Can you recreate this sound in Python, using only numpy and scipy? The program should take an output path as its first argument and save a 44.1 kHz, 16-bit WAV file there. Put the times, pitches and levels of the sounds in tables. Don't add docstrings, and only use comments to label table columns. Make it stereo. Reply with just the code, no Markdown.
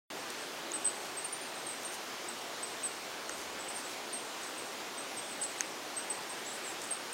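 import sys
import numpy as np
from scipy import signal
from scipy.fft import rfft, irfft, next_fast_len
from scipy.io import wavfile
from scipy.ndimage import uniform_filter1d, map_coordinates

SR = 44100
rng = np.random.default_rng(int(sys.argv[2]) if len(sys.argv) > 2 else 0)


def transcribe(u):
    v = np.clip(np.atleast_2d(u).T, -1, 1)
    q = np.round(v * 32767).astype(np.int16)
    wavfile.write(sys.argv[1], SR, q)


N = 314433


def amp(db):
    return 10 ** (np.asarray(db) / 20)


def unit(x):
    return x / np.sqrt(np.mean(x ** 2) + 1e-20)


def add(track, s, sound):
    part = track[max(round(s * SR), 0):][:len(sound)]
    part += sound[:len(part)]


def wobble(rate, size=N):
    knots = rng.standard_normal(int(size * rate / SR) + 4)
    return map_coordinates(knots, [np.arange(size) * rate / SR], mode="nearest")


def filtered(x, response):
    m = next_fast_len(N + SR // 2)
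    return irfft(rfft(x, m) * response(np.fft.rfftfreq(m, 1 / SR)), m)[:N]


def coloured(x, spectrum):
    f, db = np.transpose(spectrum)
    return unit(filtered(x, lambda hz: amp(np.interp(np.log(hz + 1), np.log(f), db))))


def rush(spectrum, patchy_db):
    z = signal.stft(rng.standard_normal(N), nperseg=512)[2]
    field = uniform_filter1d(rng.standard_normal(z.shape), size=7, axis=0)
    field = uniform_filter1d(field, size=16, axis=1)
    return coloured(signal.istft(z * amp(patchy_db * unit(field)), nperseg=512)[1][:N], spectrum)


# freq_hz, gain_db
RUMBLE_EQ = [(15, -62), (25, -36), (91, -22.5), (124, -13), (166, -12), (238, -5), (356, 0), (461, -2),
             (788, -1), (1200, -5.5), (1560, -19.5), (2640, -120)]
# time_s, level_db
RUMBLE_DRIFT = [(0, -46.8), (.8, -46), (1.3, -47), (3, -46.5), (3.7, -46.5), (5.6, -46.5), (7.1, -47)]
# freq_hz, gain_db
HISS_EQ = [(500, -25.5), (1000, -6), (1400, 0.5), (2000, -1.05), (3000, -2.5), (5000, -5.5), (6500, -7.5),
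           (7500, -9.5), (9500, -14), (11500, -18), (15500, -20.5)]

def outdoors(rumble_trim_db=0.18, hiss_db=-44.5):
    drift_db = np.interp(np.arange(N) / SR, *np.transpose(RUMBLE_DRIFT))
    rumble = amp(drift_db + rumble_trim_db) * rush(RUMBLE_EQ, patchy_db=0.5)
    return rumble + amp(hiss_db) * rush(HISS_EQ, patchy_db=0.99)


# centre_s, half_length_s, level_db
BRUSHES = [(.315, .012, -56), (1.06, .025, -56), (1.837, .03, -56), (1.94, 0.024, -48), (3.403, 0.045, -52),
           (3.78, 0.028, -51), (3.92, .04, -53), (6.56, .05, -60), (6.69, .03, -60), (6.838, .02, -52)]
# freq_hz, gain_db
RUSTLE_EQ = [(1200, -9), (3000, -3), (6500, 4), (10000, -0.5), (12000, -4), (15000, -11)]

def leaf_rustle(grain_db=4, idle_db=-64):
    t = np.arange(N) / SR
    idle = amp(idle_db + 2 * wobble(4.9))
    pushes = sum(amp(db) * np.exp(-((t - s) / half) ** 2) for s, half, db in BRUSHES)
    grains = rng.standard_normal(N) * amp(grain_db * np.tanh(wobble(450)))
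    return (idle + pushes) * coloured(grains, RUSTLE_EQ)


def whistle(hz, attack, release, waver_hz):
    t = np.arange(len(hz)) / SR
    edges = np.clip(t / attack, 0, 1) * np.clip((t[-1] - t) / release, 0, 1)
    pitch = hz + waver_hz * wobble(448, size=len(hz))
    return np.sqrt(2) * edges * np.sin(2 * np.pi * np.cumsum(pitch) / SR)


def scattered(call, near_t60=0.17, far_t60=0.73, far_db=-12, delay=0.0066):
    t = np.arange(SR // 2) / SR
    fade = np.hypot(amp(-60 * t / near_t60), amp(far_db - 60 * t / far_t60))
    paths = rng.standard_normal(len(t)) * fade * np.clip(t / delay - 1, 0, 1)
    echo = signal.fftconvolve(call, paths)
    return echo * np.linalg.norm(call) / np.linalg.norm(echo)


def arch(length_s, hz, lift_hz, fall_hz):
    progress = np.linspace(0, 1, int(length_s * SR))
    return hz + lift_hz * np.sin(np.pi * progress) - fall_hz * (progress - .5)


def slur(length_s, hz, drop_hz=953, glide_s=0.0218):
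    t = np.arange(int(length_s * SR)) / SR
    return hz - drop_hz * (1 - np.exp(-t / glide_s))


def chip(pitch, db, second_gain=0, echo_trim_db=0, beat_hz=105, release_s=.013):
    wet = amp(min(0.7 * (-47 - db), 4))
    waver_hz = 18 + 50 * min(wet ** 2, 1)
    shape_db = -12.5 * (np.linspace(0, 1, len(pitch)) - 0.32) ** 2
    release = np.linspace(0, 1, int(release_s * SR))
    pitch = np.append(pitch, pitch[-1] - 330 * release)
    shape_db = np.append(shape_db, shape_db[-1] - 22 * release)
    tone = lambda hz: whistle(hz, attack=0.0021, release=0.004, waver_hz=waver_hz)
    call = amp(db + shape_db) * (tone(pitch) + second_gain * tone(pitch - beat_hz))
    sound = wet * amp(echo_trim_db) * scattered(call)
    add(sound, 0, call)
    return sound


# start_s, length_s, pitch_hz, level_db, lift_hz, fall_hz, second_tone_gain
ARCHED_CHIPS = [(.175, .04, 8360, -60, 80, 150, 0), (.375, .049, 8080, -57, 80, 100, 0),
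                (0.735, .032, 7980, -35.5, 270, 20, 0), (.8455, .043, 8150, -30.3, 60, 20, .6),
                (1.169, .03, 8200, -40, 150, 180, 0), (1.55, .035, 8380, -50.5, 100, 170, 0),
                (1.686, .036, 8180, -42, 87, 250, .2), (1.847, .026, 8600, -41, 120, 130, 0),
                (2.284, .011, 8080, -38, 20, 60, 0), (2.628, .02, 8150, -37, 65, 0, 0),
                (2.832, .043, 8130, -35, 115, 380, 0.4), (3.313, .024, 8150, -47.5, 180, 200, 0),
                (3.585, .04, 7980, -52, 50, 50, 0), (3.681, .025, 8050, -42, 140, 120, 0),
                (3.746, .04, 8560, -44.5, 90, 120, 0), (3.818, .045, 7700, -52.5, 80, 200, 0),
                (4.416, .05, 8030, -52, 80, 100, 0), (4.976, .032, 8200, -42.5, 110, 0, 0),
                (5.09, .1, 10040, -65, 113, 300, 0), (5.168, .031, 8340, -41.5, 96, 0, 0),
                (5.413, .045, 8090, -34, 30, 60, .2), (5.965, .033, 8210, -37, 135, 30, 0),
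                (6.099, .022, 8120, -33, 83, 40, 0), (6.293, .024, 8280, -43.5, 200, 300, 0),
                (6.816, .06, 8070, -53, 80, 100, 0), (6.907, .03, 8420, -34.3, 130, 190, 0.3),
                (7.126, .03, 8530, -36, 120, 150, 0)]
# start_s, length_s, start_pitch_hz, level_db, echo_trim_db
SLURRED_CHIPS = [(1.2435, 0.018, 9060, -35.5, -1), (1.325, 0.017, 9400, -36.5, 0),
                 (1.412, .012, 9330, -45, 0), (1.665, 0.013, 8840, -38.5, 0),
                 (4.128, .033, 9070, -38.5, 3.5), (4.577, 0.02, 8680, -44.5, -1),
                 (5.265, 0.071, 8850, -54, 2), (5.576, .02, 8530, -47, 0)]

def near_chips():
    out = np.zeros(N)
    for s, length, hz, db, lift, fall, second_gain in ARCHED_CHIPS:
        add(out, s, chip(arch(length, hz, lift, fall), db, second_gain))
    for s, length, hz, db, echo_trim_db in SLURRED_CHIPS:
        add(out, s, chip(slur(length, hz), db, echo_trim_db=echo_trim_db))
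    return out


def far_flock(chips_per_s=2.2, pitch_hz=8300, spread_hz=176, level_db=-61.5, spread_db=2):
    out = np.zeros(N)
    draws = rng.uniform(-1, 1, (int(chips_per_s * N / SR), 3))
    for slot, (late, high, loud) in enumerate(draws):
        s = (slot + (1 + late) / 2) / chips_per_s
        pitch = arch(length_s=.04, hz=pitch_hz + spread_hz * high, lift_hz=122, fall_hz=190)
        add(out, s, chip(pitch, level_db + spread_db * loud))
    return out


# start_s, level_db
LEAF_CRACKS = [(.303, -34), (1.8318, -39), (1.942, -41), (6.8175, -38.5)]
# freq_hz, gain_db
CRACK_EQ = [(3000, -12), (6500, -5), (8800, 0), (11000, -12), (14000, -13), (15500, -22)]

def leaf_cracks(t60_s=.012):
    envelope, t = np.zeros(N), np.arange(SR // 50) / SR
    for s, db in LEAF_CRACKS:
        add(envelope, s, amp(db - 60 * t / t60_s))
    return envelope * coloured(rng.standard_normal(N), CRACK_EQ)


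# centre_s, half_length_s, centre_hz, half_width_hz, level_db
SWELLS_AND_BUMP = [(.76, .15, 340, 60, -52), (3.42, .2, 78, 24, -73), (6.17, 0.24, 930, 200, -51.5)]

def swells_and_bump():
    out, t = np.zeros(N), np.arange(N) / SR
    for s, half, centre, width, db in SWELLS_AND_BUMP:
        band = filtered(rng.standard_normal(N), lambda hz: np.exp(-((hz - centre) / width) ** 2))
        out += amp(db) * np.exp(-((t - s) / half) ** 2) * unit(band)
    return out


# start_s, level_db, knock_db, splinter_db, pitch_ratio, attack_s
TWIG_TICKS = [(0.718, -12.5, -26, -36, 1.05, .0013), (3.2943, -25, -8, -7, 1, .0005),
              (3.2958, -26.5, 2.5, -6, 1, .0005), (4.4345, -26, -12, -12, 1.04, .0005),
              (5.4353, -24, -17, -12, .72, .0005), (5.4376, -22, -17, -8, 1.05, .0005),
              (5.6075, -8, -14, -9.5, 0.99, 0.00067), (6.8185, -25.5, -10, -4, 0.87, .0005)]
# pitch_hz, gain_db, t60_s
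TWIG_MODES = [(4750, -15, 0.004), (6400, -0.5, 0.0047), (8450, -14, 0.0037), (9450, -18, .004)]
# pitch_hz, gain_db, t60_s
BRANCH_MODES = [(900, -9, .006), (1480, 0.5, 0.0076), (2400, -5, 0.005)]
# freq_hz, gain_db
SPLINTER_EQ = [(900, -16), (2200, 1), (3300, -7), (4900, -4), (9000, -3), (11000, -18), (15000, -24)]

def twig_ticks(splinter_t60_s=0.0056):
    wood, splinter, t = np.zeros(N), np.zeros(N), np.arange(SR // 50) / SR

    def ring(modes, ratio=1):
        return sum(amp(db - 60 * t / t60) * np.sin(2 * np.pi * ratio * hz * t) for hz, db, t60 in modes)

    for s, db, knock_db, splinter_db, pitch_ratio, attack_s in TWIG_TICKS:
        onset = amp(db) * np.sin(np.pi / 2 * np.minimum(t / attack_s, 1)) ** 2
        add(wood, s, onset * (ring(TWIG_MODES, pitch_ratio) + amp(knock_db) * ring(BRANCH_MODES)))
        add(splinter, s, onset * amp(splinter_db - 60 * t / splinter_t60_s))
    return wood + splinter * coloured(rng.standard_normal(N), SPLINTER_EQ)


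# start_s, length_s, resting_pitch_hz, level_db
TWITTER_NOTES = [(6.459, .11, 7650, -45.5), (6.636, .028, 7250, -43), (6.664, .044, 7500, -42.8)]
# centre_s, height_hz, half_length_s
PITCH_FLICKS = [(6.4968, 1950, .009), (6.540, 2400, .0085), (6.567, 2750, .0095), (6.653, 1000, .013),
                (6.696, 2800, .007)]

def twitter(echo_db=-3, dim_db_per_hz=.004):
    out = np.zeros(N)
    for s, length, hz, db in TWITTER_NOTES:
        t = s + np.arange(int(length * SR)) / SR
        lift_hz = sum(height * np.exp(-((t - when) / half) ** 2) for when, height, half in PITCH_FLICKS)
        tone = whistle(hz + lift_hz, attack=.005, release=.003, waver_hz=110)
        call = amp(db - dim_db_per_hz * lift_hz) * tone
        add(out, s, call)
        add(out, s, amp(echo_db) * scattered(call))
    return out


def scene():
    bed = outdoors() + swells_and_bump()
    foliage = leaf_rustle() + leaf_cracks() + twig_ticks()
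    birds = twitter() + near_chips() + far_flock()
    return np.tile(bed + foliage + birds, (2, 1))


def record(dry, silence_s=.102, notch_hz=7850, cutoff_hz=15850):
    gate = np.arange(N) / SR >= silence_s
    notch = lambda hz: 1 - .9 * np.exp(-((hz - notch_hz) / 60) ** 2)
    low_pass = lambda hz: hz < cutoff_hz
    return np.array([filtered(filtered(side, notch) * gate, low_pass) for side in dry])


dry = scene()
out = record(dry)
transcribe(out)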